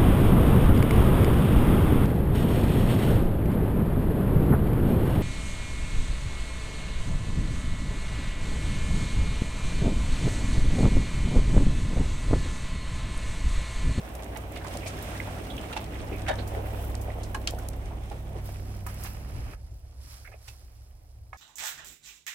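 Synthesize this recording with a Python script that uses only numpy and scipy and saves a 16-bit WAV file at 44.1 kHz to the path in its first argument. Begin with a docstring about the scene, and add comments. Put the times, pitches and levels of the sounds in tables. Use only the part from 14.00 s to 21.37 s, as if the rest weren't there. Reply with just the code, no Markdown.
"""A V8 truck crawls away along a snowy forest trail at about 1500 rpm, its exhaust droning in sine lines. Close
by at first, its tyres pack and crunch the snow: coloured noise gated by many tiny fractures. Branches, a limb,
a stick and twigs break as noise bursts and ringing modes, echoed by the trunks. From 4.25 s cloth rustles close
to the microphone; at 5.55 s the tyre noise drops abruptly and then fades, and the drone grows weak and
wavering."""
import sys
import numpy as np
from scipy import signal
from scipy.fft import rfft, irfft, next_fast_len
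from scipy.io import wavfile

SR = 44100
rng = np.random.default_rng(int(sys.argv[2]) if len(sys.argv) > 2 else 0)


def wrap_up_sound(samples):
    """Save the sound to the file named by the first command line argument, as 16-bit audio."""
    columns = np.atleast_2d(samples).T
    # keep every value between -1 and 1, then stretch to whole-number steps
    tamed = np.clip(columns, -1, 1)
    steps = np.round(tamed * 32767).astype(np.int16)
    wavfile.write(sys.argv[1], SR, steps)


N = 325040
TIME = np.arange(N) / SR

# Event and colour levels are relative: the functions below add their own offsets.
# engine speed: (t/s, four-stroke cycles per s)
SPEED = [(0, 11.66), (0.8, 11.91), (1.25, 12.43), (2.6, 12.46), (3.85, 12.3), (4.15, 12.45), (4.45, 12.18),
         (5.1, 12.42), (5.7, 13.02), (7.37, 13.12)]
# exhaust drone, 5th multiple of the cycle rate: (t/s, level/dB)
DRONE = [(0, -43), (0.5, -42), (0.9, -46), (1.75, -46), (2.15, -37.5), (3.85, -36.5), (4.15, -39),
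         (5.5, -42), (5.6, -45), (6.1, -49.5), (7.37, -51.5)]
# firing line, 8th multiple, swelling with each push on the throttle: (t/s, level/dB)
FIRING = [(0, -62), (0.3, -47.5), (0.98, -40.5), (1.8, -46.5), (2.4, -36), (3.4, -41), (4.15, -43),
          (4.75, -38.5), (5.7, -52.5), (7.37, -59.5)]
# weaker exhaust lines: (multiple of the cycle rate, level/dB against their shared level)
OVERTONES = [(4, -3), (6, -6.5), (11, -4), (13, -14), (16, -10), (19, -16.5)]
# shared level of the weaker lines: (t/s, level/dB)
OVERTONE_LEVEL = [(0, -52.5), (0.9, -48.5), (1.35, -44), (2, -51.5), (3.2, -53), (3.8, -47.5), (4.5, -46.5),
                  (5.45, -48.5), (5.7, -69), (7.37, -85)]
# rumble swelling as the truck heaves over bumps: (t/s, rise/s, fall/s, level/dB)
BUMPS = [(1.31, .08, 0.18, -40), (2.05, 0.092, 0.092, -41), (2.98, 0.49, 0.11, -36.5),
         (3.84, 0.03, 0.029, -33.5), (5.35, 0.022, 0.14, -32.5), (7.24, 0.081, 0.055, -49)]
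# suspension clunks in the ruts: (t/s, level/dB)
CLUNKS = [(2.519, -32), (3.0825, -32.5), (3.185, -31.5), (3.211, -36), (3.5355, -28.5), (4.49, -37)]
# modes of the axle: (f/Hz, level/dB, t60/s)
AXLE_MODES = [(462, -6, 0.024), (700, -0.5, 0.02), (1210, -17, 0.012)]
# rolling tyres, bogging in and then receding: (t/s, level/dB)
TYRES = [(0, -0.5), (0.5, -1), (1, 0.5), (2.55, -0.5), (3.3, -3), (4, -7), (4.8, -9), (5.5, -9.5)]
# drive train labouring, up the slope and then in short pushes: (t/s, rise/s, fall/s, level/dB)
PUSHES = [(2.56, 0.13, 0.78, -42), (3.56, .03, 0.14, -45), (4.11, 0.021, 0.036, -58),
          (4.36, 0.12, 0.032, -47)]
# swells of crunching and rustling: (t/s, rise/s, fall/s, crunch level/dB, crackle level/dB, powder level/dB)
SWELLS = [(0.73, 0.074, 0.17, -49, -52.5, -63), (1.03, 0.13, 0.53, -48, -52, -65),
          (2.66, 0.025, 0.029, -45, -70, -75), (2.85, 0.23, 0.08, -80, -59, -56.5),
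          (3.53, 0.19, 0.21, -68.5, -68, -67), (4.1, 0.099, 0.14, -58.5, -62, -85),
          (4.46, 0.028, 0.16, -55, -60.5, -62.5), (4.89, 0.018, 0.05, -46.5, -58.5, -59),
          (5.05, 0.082, 0.092, -48.5, -56, -56.5), (5.535, 0.31, 0.012, -53, -67, -69),
          (6.04, 0.043, 0.077, -63.5, -62, -78), (6.12, 0.05, 0.1, -57, -56.5, -63.5),
          (6.48, 0.06, 0.087, -61, -60.5, -67), (6.75, 0.34, 0.2, -72, -75, -76)]
# packed snow collapsing: (t/s, level/dB, centre f/Hz, t60/s)
THUDS = [(1.27, -39, 684, 0.14), (2.115, -35, 353, 0.2), (2.565, -33.5, 435, 0.16),
         (3.905, -45.5, 830, .24), (4.11, -43.5, 425, 0.19), (4.355, -43, 390, 0.15),
         (6.279, -55, 517, 0.18), (6.339, -49.5, 584, 0.078)]
# single creaks of snow and bending wood: (t/s, level/dB, centre f/Hz, t60/s)
CREAKS = [(0.815, -46, 2380, 0.35), (1.2, -32, 2080, 0.015), (1.4986, -44.5, 3520, 0.13),
          (1.577, -39.5, 3020, 0.05), (1.952, -43, 1950, 0.032), (2.119, -46, 2300, 0.34),
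          (2.382, -46, 3900, 0.14), (3.1, -41.5, 2040, 0.022), (3.583, -47.5, 1500, 0.041),
          (6.2455, -48.5, 1600, 0.098), (6.248, -49, 2200, 0.1), (6.2735, -49, 2150, .04),
          (6.33, -52.5, 2350, 0.06)]
# branches and crust breaking:
# (t/s, level/dB, low ring level/dB, splinter level/dB, low ring f/Hz, high ring f/Hz, left-right level/dB)
CRACKS = [(0.3571, -37, 0, -24, 850, 2230, -10), (0.5606, -38, -10, -15, 725, 2170, -4),
          (0.645, -42, 8, -26.5, 1040, 1500, -7), (0.6652, -44, 8, 0, 1255, 2310, -6),
          (0.8594, -35.5, 4, -5, 700, 2377, -1), (1.7269, -34, -2.5, -15, 855, 2780, -7),
          (1.7645, -30.5, 7.5, -13, 865, 2663, -3), (2.263, -33, -9, -22, 604, 1605, -4),
          (2.2822, -32, 7.5, -4, 785, 1500, -1), (2.3844, -39.5, 7, -17, 587, 1553, -5),
          (3.473, -24, -9, -9, 1360, 3200, 1.5), (4.113, -46.5, 14, -13, 807, 2370, -5),
          (5.0564, -42, -3, -11, 820, 2110, -10), (6.4794, -44, -4.5, -1, 794, 2630, -7)]
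# modes of a branch: (ratio to its high ring, level/dB)
BRANCH_MODES = [(0.757, -15), (1, 3), (1.327, -4.5), (1.758, -19.5), (2.098, -3)]
# a thick limb giving way under a wheel: (t/s, level/dB, brightest f/Hz, rise/s, left-right level/dB)
LIMB_JERKS = [(2.2805, -34, 7000, 0.0031, -8), (2.288, -32, 2200, 0.0044, -4),
              (2.299, -28, 850, 0.0014, 17.5), (2.311, -38.5, 3500, 0.0018, -5),
              (2.328, -37.5, 1400, 0.004, 1)]
# modes of the limb: (f/Hz, level/dB, t60/s)
LIMB_MODES = [(615, -2, 0.1), (750, -2.5, 0.06), (935, -6, 0.15), (1472, -3, 0.055), (1736, 0, .065),
              (1845, 0, 0.05), (2240, -8, 0.087), (2740, -7, .05), (2985, -6, 0.049), (3300, -7, 0.045),
              (3707, -2.5, 0.1)]
# a dry stick breaking: (t/s, level/dB, brightest f/Hz, rise/s, left-right level/dB)
STICK_JERKS = [(3.3445, -34.5, 5000, 0.0024, -3), (3.3555, -37, 1200, .002, -4)]
# modes of the stick: (f/Hz, level/dB, t60/s)
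STICK_MODES = [(860, -3, .04), (1067, -0.5, 0.073), (1357, -12, 0.032), (1640, 1.5, 0.055), (2525, -7, .04),
               (2960, -3.5, 0.038), (4178, -12, 0.073)]
# twigs and ice snapping, and the bright top of the last log knock: (t/s, level/dB, nominal f/Hz, t60/s)
SNAPS = [(0.151, -33, 9160, 0.027), (0.3711, -31.5, 7900, 0.018), (0.7706, -27, 6940, 0.018),
         (0.873, -29.5, 6400, 0.11), (1.0246, -30.5, 14000, 0.032), (2.4738, -34.5, 10100, 0.094),
         (2.9516, -29.5, 6320, 0.016), (3.0121, -36.5, 9930, 0.11), (3.2321, -35, 5940, 0.1),
         (3.345, -31.5, 6940, .06), (3.473, -14, 4600, 0.014), (3.4735, -31, 12740, .02),
         (3.4995, -34, 6000, 0.032), (3.5073, -29.5, 9000, 0.014), (3.586, -35, 9000, 0.038),
         (3.686, -23, 8900, 0.013), (4.865, -30, 10800, 0.05), (4.9416, -35.5, 13000, 0.032),
         (5.0352, -28.5, 11000, 0.061), (7.331, -52, 4900, .15)]
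# logs knocking against the truck up the trail: (t/s, level/dB, brightest f/Hz, rise/s, left-right level/dB)
KNOCKS = [(4.863, -40.5, 2700, 0.0013, -9), (4.8705, -39, 1780, 0.00087, -9),
          (5.047, -47, 3000, 0.001, -11), (5.072, -53, 3970, 0.00091, -12),
          (5.5325, -47.5, 2800, 0.00091, -6), (6.274, -55, 2660, 0.00091, -9),
          (6.315, -57, 3570, 0.004, -9), (6.3235, -55.5, 3000, 0.0012, -6),
          (7.3292, -36, 2210, 0.00077, -7), (7.3445, -45, 1100, .001, -4.5), (7.355, -51, 2500, .001, -1)]
# modes of the logs: (f/Hz, level/dB, t60/s)
LOG_MODES = [(750, -2.5, 0.028), (945, -4.5, 0.024), (1245, -3, 0.034), (1702, -3, 0.04),
             (2200, -3.5, 0.04), (2500, -4, .03)]
# spectrum of the exhaust rumble: (f/Hz, relative level/dB)
RUMBLE_COLOUR = [(18, -25), (28, -12), (38, -21), (56, -2), (78, -7), (105, -10.5), (135, -19),
                 (200, -34.5)]
# spectrum of snow packed by the tread: (f/Hz, relative level/dB)
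PACKING_COLOUR = [(90, 1), (140, -1.5), (220, -1), (320, -0.5), (430, -5.5), (650, -48)]
# spectrum of the drive train's whir: (f/Hz, relative level/dB)
WHIR_COLOUR = [(300, -12.5), (450, -1), (580, 1), (750, -0.5), (900, -7), (1100, -13.5), (1400, -32),
               (1900, -18.5)]
# spectrum of breaking crust: (f/Hz, relative level/dB)
CRUNCH_COLOUR = [(900, 5), (1250, 4.5), (1600, 0.5), (2300, -0.5), (3100, -4), (3700, -11), (4400, -9)]
# spectrum of ice crackle: (f/Hz, relative level/dB)
CRACKLE_COLOUR = [(3500, 12.5), (4500, 2), (5400, 4.5), (7300, 0.5), (8800, 5.5), (10500, 3)]
# spectrum of sifting powder: (f/Hz, relative level/dB)
POWDER_COLOUR = [(10000, 1.5), (12000, 3.5), (14000, 2), (15800, 2), (17000, -30)]
# spectrum of cloth near the microphone: (f/Hz, relative level/dB)
CLOTH_COLOUR = [(3700, 5.5), (5300, 8), (6700, 0), (8100, 2), (8900, -0.5), (10500, 7.5)]
# diffuse sound at the two microphone ports: (f/Hz, left-right likeness, clipped to -1..1)
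LIKENESS = [(30, 0.5), (60, 0.9), (150, 1.8), (300, 0.77), (700, 0.48), (1300, -0.25), (2200, -0.16),
            (4000, -0.16), (14000, 0)]
# diffuse sound at the two microphone ports: (f/Hz, left-right level/dB)
BALANCE = [(30, -2), (100, 3), (600, -2.5), (1300, -5), (2400, -5), (4400, -1.5), (8000, -4), (14000, 1)]

# the 3rd multiple against the drone, and how much lower it starts
THIRD_DB, THIRD_START_DB, THIRD_GROW_S = -3, -13, 1.0
# rumble: early level, change and throb after the drop
RUMBLE_DB, RUMBLE_LATE_DB, RUMBLE_SINK_S, RUMBLE_THROB_DB = -46.5, -9, 0.64, 3.5
# layers that follow the tyres, before the tyres' own level
PACKING_DB, WHIR_DB, CRUNCH_DB, CRACKLE_DB, POWDER_DB = -42, -44, -50, -59.5, -66
PACKING_START_DB, PACKING_GROW_S = -5.5, 0.63  # the packing builds up as the tyres dig in
PACKING_DROP_DB = -3.5  # extra loss of the dull packing after the drop
WHIR_FOLLOWS, TREBLE_FOLLOWS = 0.98, 0.69  # share of the tyres' swing in whir, and in crackle and powder
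CRUNCH_LUMPS_DB, CRUNCH_LUMPS_HZ = 1.5, 13.3  # the crust gives way unevenly
DROP_S, DROP_LENGTH_S, DROP_DB, FADE_DB_PER_S = 5.548, 0.006, -11, -3  # abrupt drop, then a steady fade
CRUST_FROM_S, CRUST_LASTS_S, CRUST_T60_S = 0.55, 1.65, 0.031
CRUST_DB, CRUST_SPREAD_DB, CRUST_PAN_DB = -53, 7, -6
CRUST_LOW_HZ, CRUST_OCTAVES, CRUST_DULL_DB = 1284, 2.08, 6  # the highest are this much weaker
CREAK_WIDTH, CREAK_RISE_S, CREAK_PAN_DB = 1.105, 0.0021, -8  # width: band edge as a ratio to the centre
CRACK_RISE_S, CRACK_CYCLES = 0.0042, 56  # lasts a set number of low-ring cycles: thick wood rings longer
SMALL_SNAPS_UNTIL_S, SMALL_SNAP_DB, SMALL_SNAP_DB_PER_S = 0.75, -37.5, -4
SMALL_SNAP_HZ, SMALL_SNAP_T60_S, SNAP_PAN_DB = 9800, 0.024, -2.5
KNOCK_ECHO_DB = 4  # from that far, more of the sound comes by way of the trunks
FOREST_T60_S, FOREST_DB, FOREST_CUT_HZ = 0.12, -15.5, 15000
CUTOFF_HZ = 16100


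def from_db(db):
    """Decibels to gain."""
    return 10 ** (np.asarray(db) / 20)


def power_sum(*levels_db):
    """Level in dB of unrelated sounds heard together."""
    return 10 * np.log10(sum(from_db(db) ** 2 for db in levels_db) + 1e-20)


def rms_one(x):
    """Scale to rms 1."""
    return x / np.sqrt(np.mean(x ** 2) + 1e-20)


def in_time(rows):
    """Read a table along time, one curve per column after the first."""
    s, *columns = np.transpose(rows)
    return [np.interp(TIME, s, column) for column in columns]


def at_hz(points, hz):
    """Read a table on a log-frequency axis."""
    f, value = np.transpose(points)
    return np.interp(np.log(hz + 1e-3), np.log(f), value)


def panned(db):
    """Left and right gains for a level difference."""
    return from_db(np.array([[0.5], [-0.5]]) * db)


def add(out, s, sound):
    """Mix a sound in at time s."""
    start = int(np.clip(s * SR, 0, N - 1))
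    out[:, start:start + sound.shape[1]] += sound[:, :N - start]


def drift(rate_hz):
    """Slow chance with spread 1: noise at a 40th of the sample rate through two equal poles."""
    pole = np.exp(-80 * np.pi * rate_hz / SR)
    noise = rng.standard_normal(N // 40 + 2002)
    slow = signal.lfilter([1], [1, -2 * pole, pole * pole], noise)[2000:]  # skip the filter's start
    return np.interp(np.arange(N) / 40, np.arange(len(slow)), rms_one(slow))


def surges(rows):
    """Level in dB of events that grow and die exponentially about their peak; one curve per level column."""
    events = []
    for s, rise_s, fall_s, *peaks_db in rows:
        away = np.maximum((s - TIME) / max(rise_s, 0.005), (TIME - s) / max(fall_s, 0.005))
        events.append(np.array(peaks_db)[:, None] - 20 / np.log(10) * np.minimum(away, 20))
    return power_sum(*events)


def since_drop():
    """Seconds since the abrupt drop, zero before."""
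    return np.maximum(TIME - DROP_S, 0)


def band(x, low_hz, high_hz, order=2):
    """Causal band-pass."""
    edges = np.clip([low_hz, high_hz], [10, 20], [0.44 * SR, 0.45 * SR])
    return signal.sosfilt(signal.butter(order, edges, "band", fs=SR, output="sos"), x)


def stereo_noise(colour, envelope=1):
    """Noise under an envelope, then coloured and spread over both ports; rms 1."""
    size = next_fast_len(N)
    hz = np.arange(size // 2 + 1) * SR / size
    mid, side = rfft(rng.standard_normal((2, N)) * envelope, size)
    alike = np.clip(at_hz(LIKENESS, hz), -1, 1)
    pair = np.sqrt(1 + alike) * mid + np.sqrt(1 - alike) * side * [[1], [-1]]
    # outside its table the colour falls steeply
    skirts = 1 / (1 + (colour[0][0] / (hz + 1)) ** 4) / (1 + (hz / colour[-1][0]) ** 8)
    spectrum = pair * skirts * from_db(at_hz(colour, hz)) * panned(at_hz(BALANCE, hz))
    return rms_one(irfft(spectrum, size)[:, :N])


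def grains(per_s, spread_db, t60, smooth_share):
    """Envelope of many tiny fractures of uneven size, each dying quickly, over a smooth bed."""
    born = rng.random(N) < per_s * from_db(4 * drift(7)) / SR
    energy = born * from_db(spread_db * np.minimum(rng.exponential(1, N), 4)) ** 2
    energy = signal.lfilter([1], [1, -from_db(-120 / (t60 * SR))], energy + 1e-18)
    share = np.clip(smooth_share, 0, 1)
    return np.sqrt(share + (1 - share) * energy / energy.mean())


def swell(t60, rise_s):
    """Envelope of height 1: fibres give way one after another, then the sound dies."""
    t = TIME[:SR // 4]
    shape = (1 - np.exp(-t / max(rise_s, 1e-4))) ** 2 * from_db(-60 * t / max(t60, 0.005))
    return shape / shape.max()


def burst(low_hz, high_hz, t60, rise_s, apart=0.87):
    """A quarter second of noise in one band that swells and dies, partly alike at the two ports."""
    noise = rng.standard_normal((2, SR // 4 + 2000))
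    mid, side = band(noise, low_hz, high_hz)[:, 2000:]  # skip the filter's start
    return rms_one(mid + apart * side * [[1], [-1]]) * swell(t60, rise_s)


def ring(hz, t60, rise_s, rough):
    """A struck mode, roughened by noise about its pitch as by tearing fibres."""
    phase = rng.random() + rng.random((2, 1)) / 3  # in cycles, a little apart at the two ports
    tone = np.sin(2 * np.pi * (hz * TIME[:SR // 4] + phase)) * swell(t60, rise_s)
    return tone + rough * burst(hz / 1.257, hz * 1.083, t60, rise_s)


def tearing():
    """Gain of fibres that part one by one, a few milliseconds apart, each with a sharp edge."""
    parts = rng.random(SR // 4) < 450 / SR
    return rms_one(0.5 + 2 * signal.lfilter([1], [1, -0.98], parts))


def exhaust(wobble_db, overtone_wobble_db):
    """Uneven firing of each cylinder bank puts lines at 3 and 5 times the cycle rate, beside the firing line."""
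    cycle_hz, = in_time(SPEED)
    fifth_db, = in_time(DRONE)
    firing_db, = in_time(FIRING)
    overtone_db, = in_time(OVERTONE_LEVEL)
    third_db = fifth_db + THIRD_DB + THIRD_START_DB * np.exp(-TIME / THIRD_GROW_S)
    turns = np.cumsum(cycle_hz * (1 + 0.001 * drift(4))) / SR
    far = np.clip((TIME - 5.3) / 0.46, 0, 1)
    out = 0
    for multiple, db in zip((3, 5, 8), (third_db, fifth_db, firing_db)):
        # from 5.3 s the lines grow weaker and waver more
        waver_db = wobble_db * drift(4.1) + far * (3.7 * drift(12.6) - 2)
        out = out + from_db(db + waver_db) * np.sin(2 * np.pi * (multiple * turns + rng.random()))
    for multiple, db in OVERTONES:
        level = from_db(overtone_db + db + overtone_wobble_db * drift(3.5))
        out = out + level * np.sin(2 * np.pi * (multiple * turns + rng.random()))
    return np.sqrt(2) * out * panned(-2.07)


def rumble():
    """Low exhaust noise that swells over bumps, then sinks and throbs after the drop."""
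    far = 1 - np.exp(-since_drop() / RUMBLE_SINK_S)
    steady_db = RUMBLE_DB + far * (RUMBLE_LATE_DB + RUMBLE_THROB_DB * drift(11.0))
    return from_db(power_sum(steady_db, surges(BUMPS))) * stereo_noise(RUMBLE_COLOUR)


def suspension(rise_s, rough):
    """The axle drops into a rut and its modes ring in a short hollow clunk."""
    out = np.zeros((2, N))
    for s, db in CLUNKS:
        clunk = sum(from_db(db + mode_db) * ring(hz, t60, rise_s, rough) for hz, mode_db, t60 in AXLE_MODES)
        add(out, s, clunk)
    return out


def rolling_levels():
    """Packing, whir, crunch, crackle and powder in dB: all follow the tyres, with pushes and swells on top."""
    tyres_db, = in_time(TYRES)
    dropped = np.minimum(since_drop() / DROP_LENGTH_S, 1)
    tyres_db = tyres_db + DROP_DB * dropped + FADE_DB_PER_S * since_drop()
    lumps_db = CRUNCH_LUMPS_DB * drift(CRUNCH_LUMPS_HZ) * (1 - dropped)
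    crunch_db, crackle_db, powder_db = surges(SWELLS)
    dig_in_db = PACKING_START_DB * np.exp(-TIME / PACKING_GROW_S)
    return (PACKING_DB + tyres_db + dig_in_db + PACKING_DROP_DB * dropped,
            power_sum(WHIR_DB + WHIR_FOLLOWS * tyres_db, surges(PUSHES)),
            power_sum(CRUNCH_DB + tyres_db + lumps_db, crunch_db),
            power_sum(CRACKLE_DB + TREBLE_FOLLOWS * tyres_db + lumps_db, crackle_db),
            power_sum(POWDER_DB + TREBLE_FOLLOWS * tyres_db, powder_db))


def rolling(packing_db, whir_db, crunch_db):
    """Tread blocks squeeze the snow in dull thuds and break its crust in grains; the drive train whirs."""
    packing = stereo_noise(PACKING_COLOUR, grains(per_s=130, spread_db=-1.0, t60=0.072, smooth_share=0.49))
    whir = stereo_noise(WHIR_COLOUR, grains(per_s=240, spread_db=4.0, t60=0.075, smooth_share=0.69))
    crunch = stereo_noise(CRUNCH_COLOUR, grains(per_s=200, spread_db=4.5, t60=0.0056, smooth_share=0.79))
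    # single ice grains tick over the crunch
    ticks = stereo_noise(CRUNCH_COLOUR, grains(per_s=330, spread_db=2.5, t60=0.004, smooth_share=0))
    crust_noise = crunch + from_db(-6) * ticks
    return from_db(packing_db) * packing + from_db(whir_db) * whir + from_db(crunch_db) * crust_noise


def squeaks(count, spread_db, t60):
    """Cold snow creaks under the tread in many overlapping grains, each at another pitch."""
    out = np.zeros((2, N))
    for when, pitch, size in rng.random((count, 3)):
        hz = 950 * 3.7 ** pitch
        squeak = burst(hz / 1.06, hz * 1.06, t60, rise_s=0.004, apart=1)
        add(out, when * N / SR, from_db(spread_db * size - 5 * pitch) * squeak)
    return rms_one(out) * panned(-1.17) * from_db(-0.8 * TIME)


def crust(count):
    """Single fractures of the crust, many tiny and a few larger, thin out as the truck leaves."""
    out = np.zeros((2, N))
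    for when, pitch, size in rng.random((count, 3)):
        s = CRUST_FROM_S + CRUST_LASTS_S * when ** 1.5
        hz = CRUST_LOW_HZ * 2 ** (CRUST_OCTAVES * pitch)
        db = CRUST_DB + CRUST_SPREAD_DB * size ** 2 - CRUST_DULL_DB * pitch
        add(out, s, from_db(db) * burst(hz / 1.14, hz * 1.14, CRUST_T60_S, rise_s=0.0012, apart=1))
    return out * panned(CRUST_PAN_DB)


def thuds(width, rise_s):
    """Packed snow collapses under a wheel with a dull bump of noise."""
    out = np.zeros((2, N))
    for s, db, hz, t60 in THUDS:
        add(out, s, from_db(db) * burst(hz / width, hz * width, t60, rise_s, apart=0.52))
    return out


def branches(soft_top_hz, hard_top_hz):
    """Each break is a spray of splinters and a woody crack over a low thud."""
    out = np.zeros((2, N))
    rise_s = CRACK_RISE_S
    for s, db, low_db, splinter_db, low_hz, high_hz, pan_db in CRACKS:
        t60 = CRACK_CYCLES / low_hz
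        # a break muffled by snow throws few splinters and hardly stirs the upper modes
        top_hz = np.interp(splinter_db, [-20, -7], [soft_top_hz, hard_top_hz])
        modes = 0
        for ratio, mode_db in BRANCH_MODES:
            hz = ratio * high_hz
            modes = modes + from_db(mode_db) / (1 + (hz / top_hz) ** 6) * ring(hz, t60, rise_s, rough=0.87)
        crack = 0.87 * burst(1100, top_hz, t60, rise_s, apart=1.0) * tearing() + 0.53 * modes
        thud = burst(low_hz / 2.2, low_hz * 2.0, t60, rise_s)
        body = from_db(low_db) * (0.77 * ring(low_hz, t60, rise_s, rough=0.77) + 0.24 * thud)
        splinters = from_db(splinter_db) * burst(3700, 9800, t60, rise_s) * tearing()
        add(out, s - rise_s / 2, from_db(db - 5.5) * (crack + body + splinters) * panned(pan_db))
    return out


def struck_wood(blows, modes, rough):
    """Every blow or jerk rings the same modes; the lower its brightest pitch, the weaker the upper ones."""
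    out = np.zeros((2, N))
    for s, db, top_hz, rise_s, pan_db in blows:
        rings = 0
        for hz, mode_db, t60 in modes:
            reached = from_db(mode_db) / (1 + (hz / top_hz) ** 4)
            rings = rings + reached * ring(hz, t60, rise_s, rough)
        add(out, s, from_db(db) * rings * panned(pan_db))
    return out


def twigs(count):
    """Thin frozen twigs give short bright snaps, and the last log knock a bright top: listed ones, and a
    scatter of small ones while near."""
    small = []
    for when, pitch in rng.random((count, 2)):
        s = SMALL_SNAPS_UNTIL_S * when
        db = SMALL_SNAP_DB + SMALL_SNAP_DB_PER_S * s  # fainter as the truck recedes
        small.append((s, db, SMALL_SNAP_HZ * 2 ** (pitch - 0.5), SMALL_SNAP_T60_S))
    out = np.zeros((2, N))
    for s, db, hz, t60 in list(SNAPS) + small:
        add(out, s, from_db(db - 8.0) * burst(hz / 1.76, hz * 1.5, t60, rise_s=0.00054, apart=0.94))
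    return out * panned(SNAP_PAN_DB)


def creaks():
    """Now and then snow or bending wood creaks alone: a narrow burst of noise."""
    out = np.zeros((2, N))
    for s, db, hz, t60 in CREAKS:
        add(out, s, from_db(db) * burst(hz / CREAK_WIDTH, hz * CREAK_WIDTH, t60, CREAK_RISE_S, apart=0.69))
    return out * panned(CREAK_PAN_DB)


def crackle_and_cloth(crackle_db, powder_db, handover_s, lag_s):
    """Ice crackle gives way to cloth rustling nearby, right port first, while powder sifts down."""
    crackle = stereo_noise(CRACKLE_COLOUR, grains(per_s=110, spread_db=5.5, t60=0.023, smooth_share=0.76))
    powder = stereo_noise(POWDER_COLOUR, grains(per_s=100, spread_db=-6.0, t60=0.015, smooth_share=0.49))
    far, near = stereo_noise(CLOTH_COLOUR, grains(per_s=600, spread_db=3, t60=0.012, smooth_share=0.6))
    cloth = np.array([0.33 * np.interp(TIME - lag_s, TIME, near) + 0.6 * far, near])
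    share = np.clip((TIME - handover_s) / 0.5, 0, 1)
    rustle = from_db(3.0) * np.sqrt(1 - share) * crackle + from_db(7.5) * np.sqrt(share) * cloth
    return from_db(crackle_db) * rustle + from_db(powder_db + 6.5) * powder * panned(-3 * share)


def forest(x):
    """Trunks scatter a thin, dull tail of sparse echoes that the snow soon swallows."""
    t = TIME[:SR // 2]
    echoes = rng.standard_normal((2, len(t))) * (rng.random((2, len(t))) < 1500 / SR)
    tail = band(echoes, 220, FOREST_CUT_HZ, order=1) * from_db(-60 * t / FOREST_T60_S) * (t > 0.012)
    tail /= np.sqrt(np.sum(tail ** 2, axis=1, keepdims=True))
    return from_db(FOREST_DB) * signal.fftconvolve(x, tail, axes=1)[:, :N]


def scene():
    """The truck, what it breaks, the rustle at the microphone and the echo off the trunks."""
    packing_db, whir_db, crunch_db, crackle_db, powder_db = rolling_levels()
    engine = rumble() + exhaust(wobble_db=0.55, overtone_wobble_db=2.3)
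    clunks = suspension(rise_s=0.00068, rough=0.32)
    squeaking = from_db(crunch_db - 7) * squeaks(count=330, spread_db=7, t60=0.08)
    tyres = rolling(packing_db, whir_db, crunch_db) + squeaking
    tyres = tyres + crust(count=130) + thuds(width=1.31, rise_s=0.0026)
    limb = struck_wood(LIMB_JERKS, LIMB_MODES, rough=0.71)
    stick = struck_wood(STICK_JERKS, STICK_MODES, rough=0.62)
    knocks = struck_wood(KNOCKS, LOG_MODES, rough=0.58)
    breaks = branches(soft_top_hz=2700, hard_top_hz=5800) + limb + stick + twigs(count=6) + creaks()
    treble = crackle_and_cloth(crackle_db, powder_db, handover_s=4.25, lag_s=0.00008)
    echo = forest(breaks + from_db(KNOCK_ECHO_DB) * knocks)
    return engine + clunks + tyres + breaks + knocks + treble + echo


def record(dry):
    """The microphone's top is cut steeply by an elliptic low-pass."""
    return signal.sosfilt(signal.ellip(12, 0.1, 80, CUTOFF_HZ, fs=SR, output="sos"), dry)


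dry = scene()
out = record(dry)
wrap_up_sound(out)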